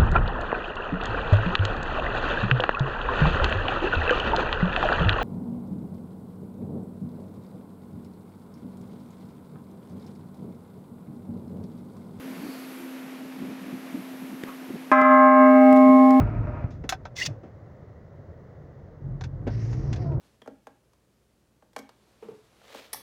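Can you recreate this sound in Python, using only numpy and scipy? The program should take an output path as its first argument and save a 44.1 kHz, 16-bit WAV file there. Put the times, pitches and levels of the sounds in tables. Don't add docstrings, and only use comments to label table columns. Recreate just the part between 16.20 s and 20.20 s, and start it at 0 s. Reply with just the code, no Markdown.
import sys
import numpy as np
from scipy import signal
from scipy.fft import rfft, irfft
from scipy.io import wavfile
from scipy.ndimage import uniform_filter1d

SR = 44100
rng = np.random.default_rng(int(sys.argv[2]) if len(sys.argv) > 2 else 0)


def file_out(sig):
    cols = np.atleast_2d(sig).T
    lim = np.clip(cols, -1, 1)
    pcm = np.round(lim * 32767).astype(np.int16)
    wavfile.write(sys.argv[1], SR, pcm)


N = 176400

# time in seconds, rumble level in dB, snow crunch level in dB.
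TYRE_FADE = [(0, -18.5, -38), (.1, -30, -44), (.25, -29, -45), (.42, -36, -43.5), (.52, -35.5, -56),
             (.62, -38, -71), (.76, -46.5, -75.5), (.88, -51.5, -66.5), (1.3, -72.5, -90.5)]
# frequency in Hz, relative level in dB.
RUMBLE_EQ = [(20, -34.5), (40, 1.5), (70, -2.5), (110, -1.5), (150, -3.5), (195, -15.5), (240, -12.5),
             (320, -14.5), (450, -31.5), (800, -48.5), (4000, -82)]
CRUNCH_EQ = [(200, -11.5), (450, -3), (700, -1), (800, -4), (1400, -9), (1750, -13), (2550, -17.5),
             (3100, -34.5), (6000, -46), (8000, -65.5)]
VENT_EQ = [(25, -27.5), (43, -19.5), (67, -7.5), (90, -1), (139, -2.5), (185, -12), (286, -16.5),
           (394, -15.5), (540, -14), (856, -27), (1310, -30.5), (1630, -35), (1950, -32.5), (2430, -49),
           (4000, -52), (6500, -55), (8500, -67.5), (14000, -66.5), (15200, -60.5)]
# frequency in Hz, width in Hz, gain in dB.
PANEL_MODES = [(244.4, 12, 18.5), (599.3, 6, 18), (680.4, 8.5, 3.5), (941, 20, 3.5), (1266, 27, 6),
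               (1388, 12, 6.5)]
# start in seconds, level in dB, pitch in Hz, decay in seconds.
THUMPS = [(.002, -21.5, 105.6, 0.04), (0.037, -20, 100.7, .012), (0.158, -22, 114, 0.028),
          (0.442, -14, 108.5, 0.0063), (1.074, -29, 140.7, .02), (1.099, -30, 110, 0.028),
          (2.086, -40.5, 80.5, 0.054), (3.917, -31, 330.5, .018)]
# start in seconds, level in dB, tilt in dB per octave, T60 in seconds.
CLICKS = [(0.506, -59, 0, 0.22), (0.6916, -23.5, 2, 0.063), (0.7234, -26, -4.5, 0.067),
          (0.853, -37, -5.5, 0.0663), (3.01, -39.5, -2, 0.057), (3.038, -40, -.5, 0.065),
          (3.274, -42.5, -5.5, 0.097), (3.528, -44.5, -5.5, 0.068), (3.729, -37.5, 1, 0.065),
          (3.759, -45.5, 0, 0.07)]
# start in seconds, level in dB, T60 in seconds.
KNOCKS = [(0.638, -31.5, .1), (0.692, -43.5, 0.066), (.725, -37, 0.051), (1.035, -41, .1),
          (1.081, -41.5, 0.35), (1.232, -42.5, 0.25), (3.267, -28.5, 0.15), (3.275, -26, .07),
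          (3.918, -39.5, 0.12)]
# frequency in Hz, relative level in dB.
CLICK_EQ = [(150, -33), (450, -3.5), (750, 4.5), (1100, 2.5), (1500, 7.5), (2100, 3), (2700, 3),
            (3100, -3.5), (3500, 2), (4500, 0), (5300, -1.5), (6700, -1.5), (8000, -14.5), (12000, -17),
            (15500, -23.5)]
KNOCK_EQ = [(60, -15), (140, 5), (250, 14.5), (400, 6), (650, 6.5), (900, -6.5), (1400, -8), (2300, -16.5),
            (3500, -28), (6500, -33.5), (9000, -49.5), (15000, -72)]
RUB_EQ = [(300, -5.5), (1300, -11.5), (2000, -4), (2400, -5), (4000, -3), (5500, -1.5), (7000, -8),
          (8200, -17), (13000, -31), (15300, -21.5)]
# frequency in Hz, width in Hz, gain in dB.
PLASTIC_MODES = [(755, 30, 3.5), (919, 27, 0.5), (1350, 18, 1), (1542, 26, 1.5), (2636, 70, -3),
                 (3416, 47, 3.5), (5190, 55, 0.5), (6010, 90, 1)]
RUB_MODES = [(1830, 60, 2), (2060, 60, 3), (2540, 60, 2), (2835, 60, 4), (3472, 60, 5), (4580, 90, 0),
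             (5318, 95, 3), (5900, 80, -1), (6090, 80, -1), (6900, 80, -2)]
# time in seconds, level in dB.
RUB_SWELL = [(.953, -69), (.964, -44.5), (.99, -37.5), (1.034, -37), (1.048, -47.5), (1.066, -28),
             (1.082, -57), (1.145, -86)]
# start and length in seconds, first and last pitch in Hz, level in dB.
SQUEAKS = [(0.977, 0.024, 2150, 2020, -34), (.999, 0.01, 2050, 1870, -34), (1.01, .013, 1720, 2100, -25),
           (1.015, 0.022, 2750, 2910, -28), (1.017, 0.021, 5300, 5990, -36.5),
           (1.02, 0.014, 2000, 2190, -36), (1.038, 0.0083, 4520, 4660, -26)]
# start in seconds, level in dB.
SLIPS = [(1.052, -31.5), (1.0596, -30.5)]
# time in seconds, firing rate in Hz, hum level in dB, roughness in dB.
ENGINE_REVS = [(1.5, 42.53, -69, -71), (2.05, 42.05, -56.5, -63), (2.55, 42.95, -56, -56.5),
               (2.79, 41.94, -47, -47), (2.86, 45.3, -34.5, -36.5), (3.1, 43.46, -36.5, -39.5),
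               (3.22, 48, -36.5, -34), (3.3, 52.21, -29, -35), (3.43, 55.75, -28, -34.5),
               (3.505, 57.83, -32.5, -31), (3.575, 63.06, -22.5, -32.5), (3.7, 71.43, -30.5, -28),
               (3.82, 75.05, -25, -28.5), (4.0, 70.93, -32.5, -26.5)]
# frequency in Hz, gain in dB.
BOOM_EQ = [(25, -30), (43, 2), (62, -9.5), (85, -1), (110, 2), (135, 2), (160, -8), (200, -16.5),
           (290, -17), (420, -21), (700, -30.5), (1500, -40.5), (3000, -82)]
# level in dB, from the fundamental up.
ENGINE_HARMONICS = [-3.5, -2, -2.5, -1.5, -2.5, -9.5, -2]
MOTOR_HARMONICS = [-4, 0, -9.5]
# time in seconds, gear mesh pitch in Hz, level in dB.
MOTOR_WHINE = [(3.27, 300, -71), (3.4, 369.2, -62.5), (3.78, 365.4, -54), (3.83, 350.4, -45),
               (3.89, 336, -43), (3.925, 311, -37.5), (3.955, 290, -53), (4.0, 293.2, -75)]
# time in seconds, level in dB.
BLADE_DRAG = [(3.28, -50), (3.36, -57), (3.455, -55), (3.49, -60), (3.535, -54), (3.58, -61), (3.78, -58),
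              (3.82, -54.5), (3.92, -63)]
# frequency in Hz, relative level in dB.
SWISH_EQ = [(400, 4.5), (1200, 1), (1900, 12.5), (2500, 4), (3500, -3), (4400, 1.5), (5500, 5.5),
            (6700, -10.5), (7800, -23), (10000, -23.5), (14000, -37)]


def undb(db):
    return 10 ** (np.asarray(db) / 20)


def unit(x):
    return x / np.sqrt(np.mean(x ** 2))


def clock():
    return np.arange(N) / SR


def white():
    return rng.standard_normal(N)


def lowpass(order, hz):
    return signal.butter(order, hz, fs=SR, output="sos")


def phase_of(hz):
    return 2 * np.pi * np.cumsum(hz) / SR


def curve(table, column):
    rows = np.array(table)
    return np.interp(clock(), rows[:, 0], rows[:, column])


def db_at(eq, hz):
    rows = np.array(eq)
    return np.interp(np.log(np.maximum(hz, 1)), np.log(rows[:, 0]), rows[:, 1])


def colour(x, eq, tilt_db=0):
    hz = np.maximum(np.arange(N // 2 + 1) * SR / N, 1)
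    gain = unit(undb(db_at(eq, hz) + tilt_db * np.log2(np.clip(hz, 500, 9000))))
    cepstrum = irfft(np.log(gain), N)
    cepstrum[1:N // 2] *= 2
    cepstrum[N // 2 + 1:] = 0
    impulse = irfft(np.exp(rfft(cepstrum)), N)[:N // 20]
    return signal.fftconvolve(x, impulse)[:N]


def wobble(rate_hz):
    hold = int(SR / rate_hz)
    steps = np.repeat(rng.standard_normal(N // hold + 1), hold)
    return unit(uniform_filter1d(uniform_filter1d(steps, hold), hold)[:N])


def grains(spike_db):
    return unit(white() * undb(spike_db * rng.exponential(size=N)))


def ring(x, modes):
    return x + sum(undb(db) * signal.lfilter(*signal.iirpeak(hz, hz / width, SR), x)
                   for hz, width, db in modes)


def tyres():
    rumble = colour(white(), RUMBLE_EQ)
    snow = colour(grains(spike_db=2.8), CRUNCH_EQ)
    crunch = ring(snow, PANEL_MODES) * undb(0.95 * wobble(33))
    return rumble * undb(curve(TYRE_FADE, 1)) + crunch * undb(curve(TYRE_FADE, 2))


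def ventilation(level_db=-46):
    return colour(white(), VENT_EQ) * undb(level_db + 0.46 * wobble(7.6))


def thumps(rise_s=0.0037):
    out = 0
    for start, db, hz, decay in THUMPS:
        age = np.maximum(clock() - start, 0)
        envelope = (1 - np.exp(-age / rise_s)) * np.exp(-age / decay)
        out = out + 2 * undb(db) * envelope * np.sin(2 * np.pi * hz * age)
    return out


def impact(start, t60, rise_s=0.00017, hold_s=0.00067, crack_db=-18.5):
    age = np.maximum(clock() - start, 0)
    tail = undb(-60 * np.maximum(age - hold_s, 0) / t60)
    scatter = white()
    low = signal.sosfiltfilt(lowpass(2, hz=2200), scatter)
    treble = (scatter - low) * tail ** (1 / 0.96)
    crack = undb(crack_db) * np.exp(-age / 0.00025) * scatter
    return (1 - np.exp(-age / rise_s)) * (low * tail + treble + crack)


def clicks(soft_below_db=-32):
    out = 0
    for start, db, tilt_db, t60 in CLICKS:
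        click = colour(impact(start, t60), CLICK_EQ, tilt_db)
        if db < soft_below_db:
            click = signal.sosfilt(lowpass(4, hz=7250), click)
        out = out + undb(db) * click
    return out


def knocks():
    return sum(undb(db) * colour(impact(start, t60, rise_s=0.0012), KNOCK_EQ)
               for start, db, t60 in KNOCKS)


def rub(rasp_hz=330, rasp_db=2.4):
    catch_cycle = phase_of(rasp_hz * undb(2 * wobble(300))) / (2 * np.pi) % 1
    grit = unit(grains(rasp_db) * undb(-4 * rasp_db * catch_cycle))
    touching = (clock() > RUB_SWELL[0][0]) & (clock() < RUB_SWELL[-1][0])
    rasp = grit * undb(curve(RUB_SWELL, 1)) * touching
    snaps = sum(undb(db) * impact(start, t60=0.038) for start, db in SLIPS)
    return ring(colour(rasp + snaps, RUB_EQ), RUB_MODES)


def squeaks(jitter=0.032, octave_db=-24, cabin_t60_s=0.06, cabin_db=-7):
    direct = 0
    for start, length, from_hz, to_hz, db in SQUEAKS:
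        along = np.clip((clock() - start) / length, 0, 1)
        glide_hz = from_hz + (to_hz - from_hz) * along
        phase = phase_of(glide_hz * (1 + jitter * wobble(900)))
        tone = np.sin(phase) + undb(octave_db) * np.sin(2 * phase)
        direct = direct + tone * np.sin(np.pi * along) * undb(db + 2 * wobble(400))
    cabin = white() * undb(-60 * clock() / cabin_t60_s)
    echo = signal.fftconvolve(direct, cabin / np.linalg.norm(cabin))[:N]
    return direct + undb(cabin_db) * echo


def engine(jitter=0.016, flutter_db=2.4):
    firing_hz = curve(ENGINE_REVS, 1) * (1 + jitter * wobble(20))
    phase = phase_of(firing_hz)
    hum = 0
    for k, db in enumerate(ENGINE_HARMONICS, 1):
        gain = undb(db + db_at(BOOM_EQ, k * firing_hz) + flutter_db * wobble(25))
        hum = hum + gain * np.sin(k * phase + rng.uniform(0, 2 * np.pi))
    roughness = colour(white(), BOOM_EQ)
    return hum * undb(curve(ENGINE_REVS, 2)) + roughness * undb(curve(ENGINE_REVS, 3))


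def wiper_motor(jitter=0.026, flutter_db=2.5):
    phase = phase_of(curve(MOTOR_WHINE, 1) * (1 + jitter * wobble(160)))
    whine = sum(undb(db + flutter_db * wobble(50)) * np.sin(k * phase)
                for k, db in enumerate(MOTOR_HARMONICS, 1))
    running = clock() > MOTOR_WHINE[0][0]
    return whine * undb(curve(MOTOR_WHINE, 2)) * running


def wiper_blades(start_s=3.301, stroke_s=0.67, hiss_hz=4640, rise_hz=1554, hiss_db=-4.5):
    stroke = np.clip((clock() - start_s) / stroke_s, 0, 1)
    speed = np.maximum(np.sin(np.pi * stroke ** 0.61), 0)
    droplets = colour(grains(spike_db=1.8), SWISH_EQ)
    swish = droplets * speed ** 0.45 * undb(1.5 * wobble(140))
    flutter = unit(signal.sosfilt(lowpass(2, hz=550), white()))
    hiss = np.sqrt(speed) * flutter * np.sin(phase_of(hiss_hz + rise_hz * speed ** 2))
    return (swish + undb(hiss_db) * hiss) * undb(curve(BLADE_DRAG, 1))


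def scene():
    bed = tyres() + ventilation() + thumps()
    controls = ring(clicks() + knocks(), PLASTIC_MODES)
    return (bed + controls + rub() + squeaks() + engine() + wiper_motor() + wiper_blades())[None]


def record(dry):
    dry = signal.sosfilt(signal.butter(2, 24, "high", fs=SR, output="sos"), dry)
    return signal.sosfilt(signal.ellip(10, .1, 80, 15850, fs=SR, output="sos"), dry)


dry = scene()
out = record(dry)
file_out(out)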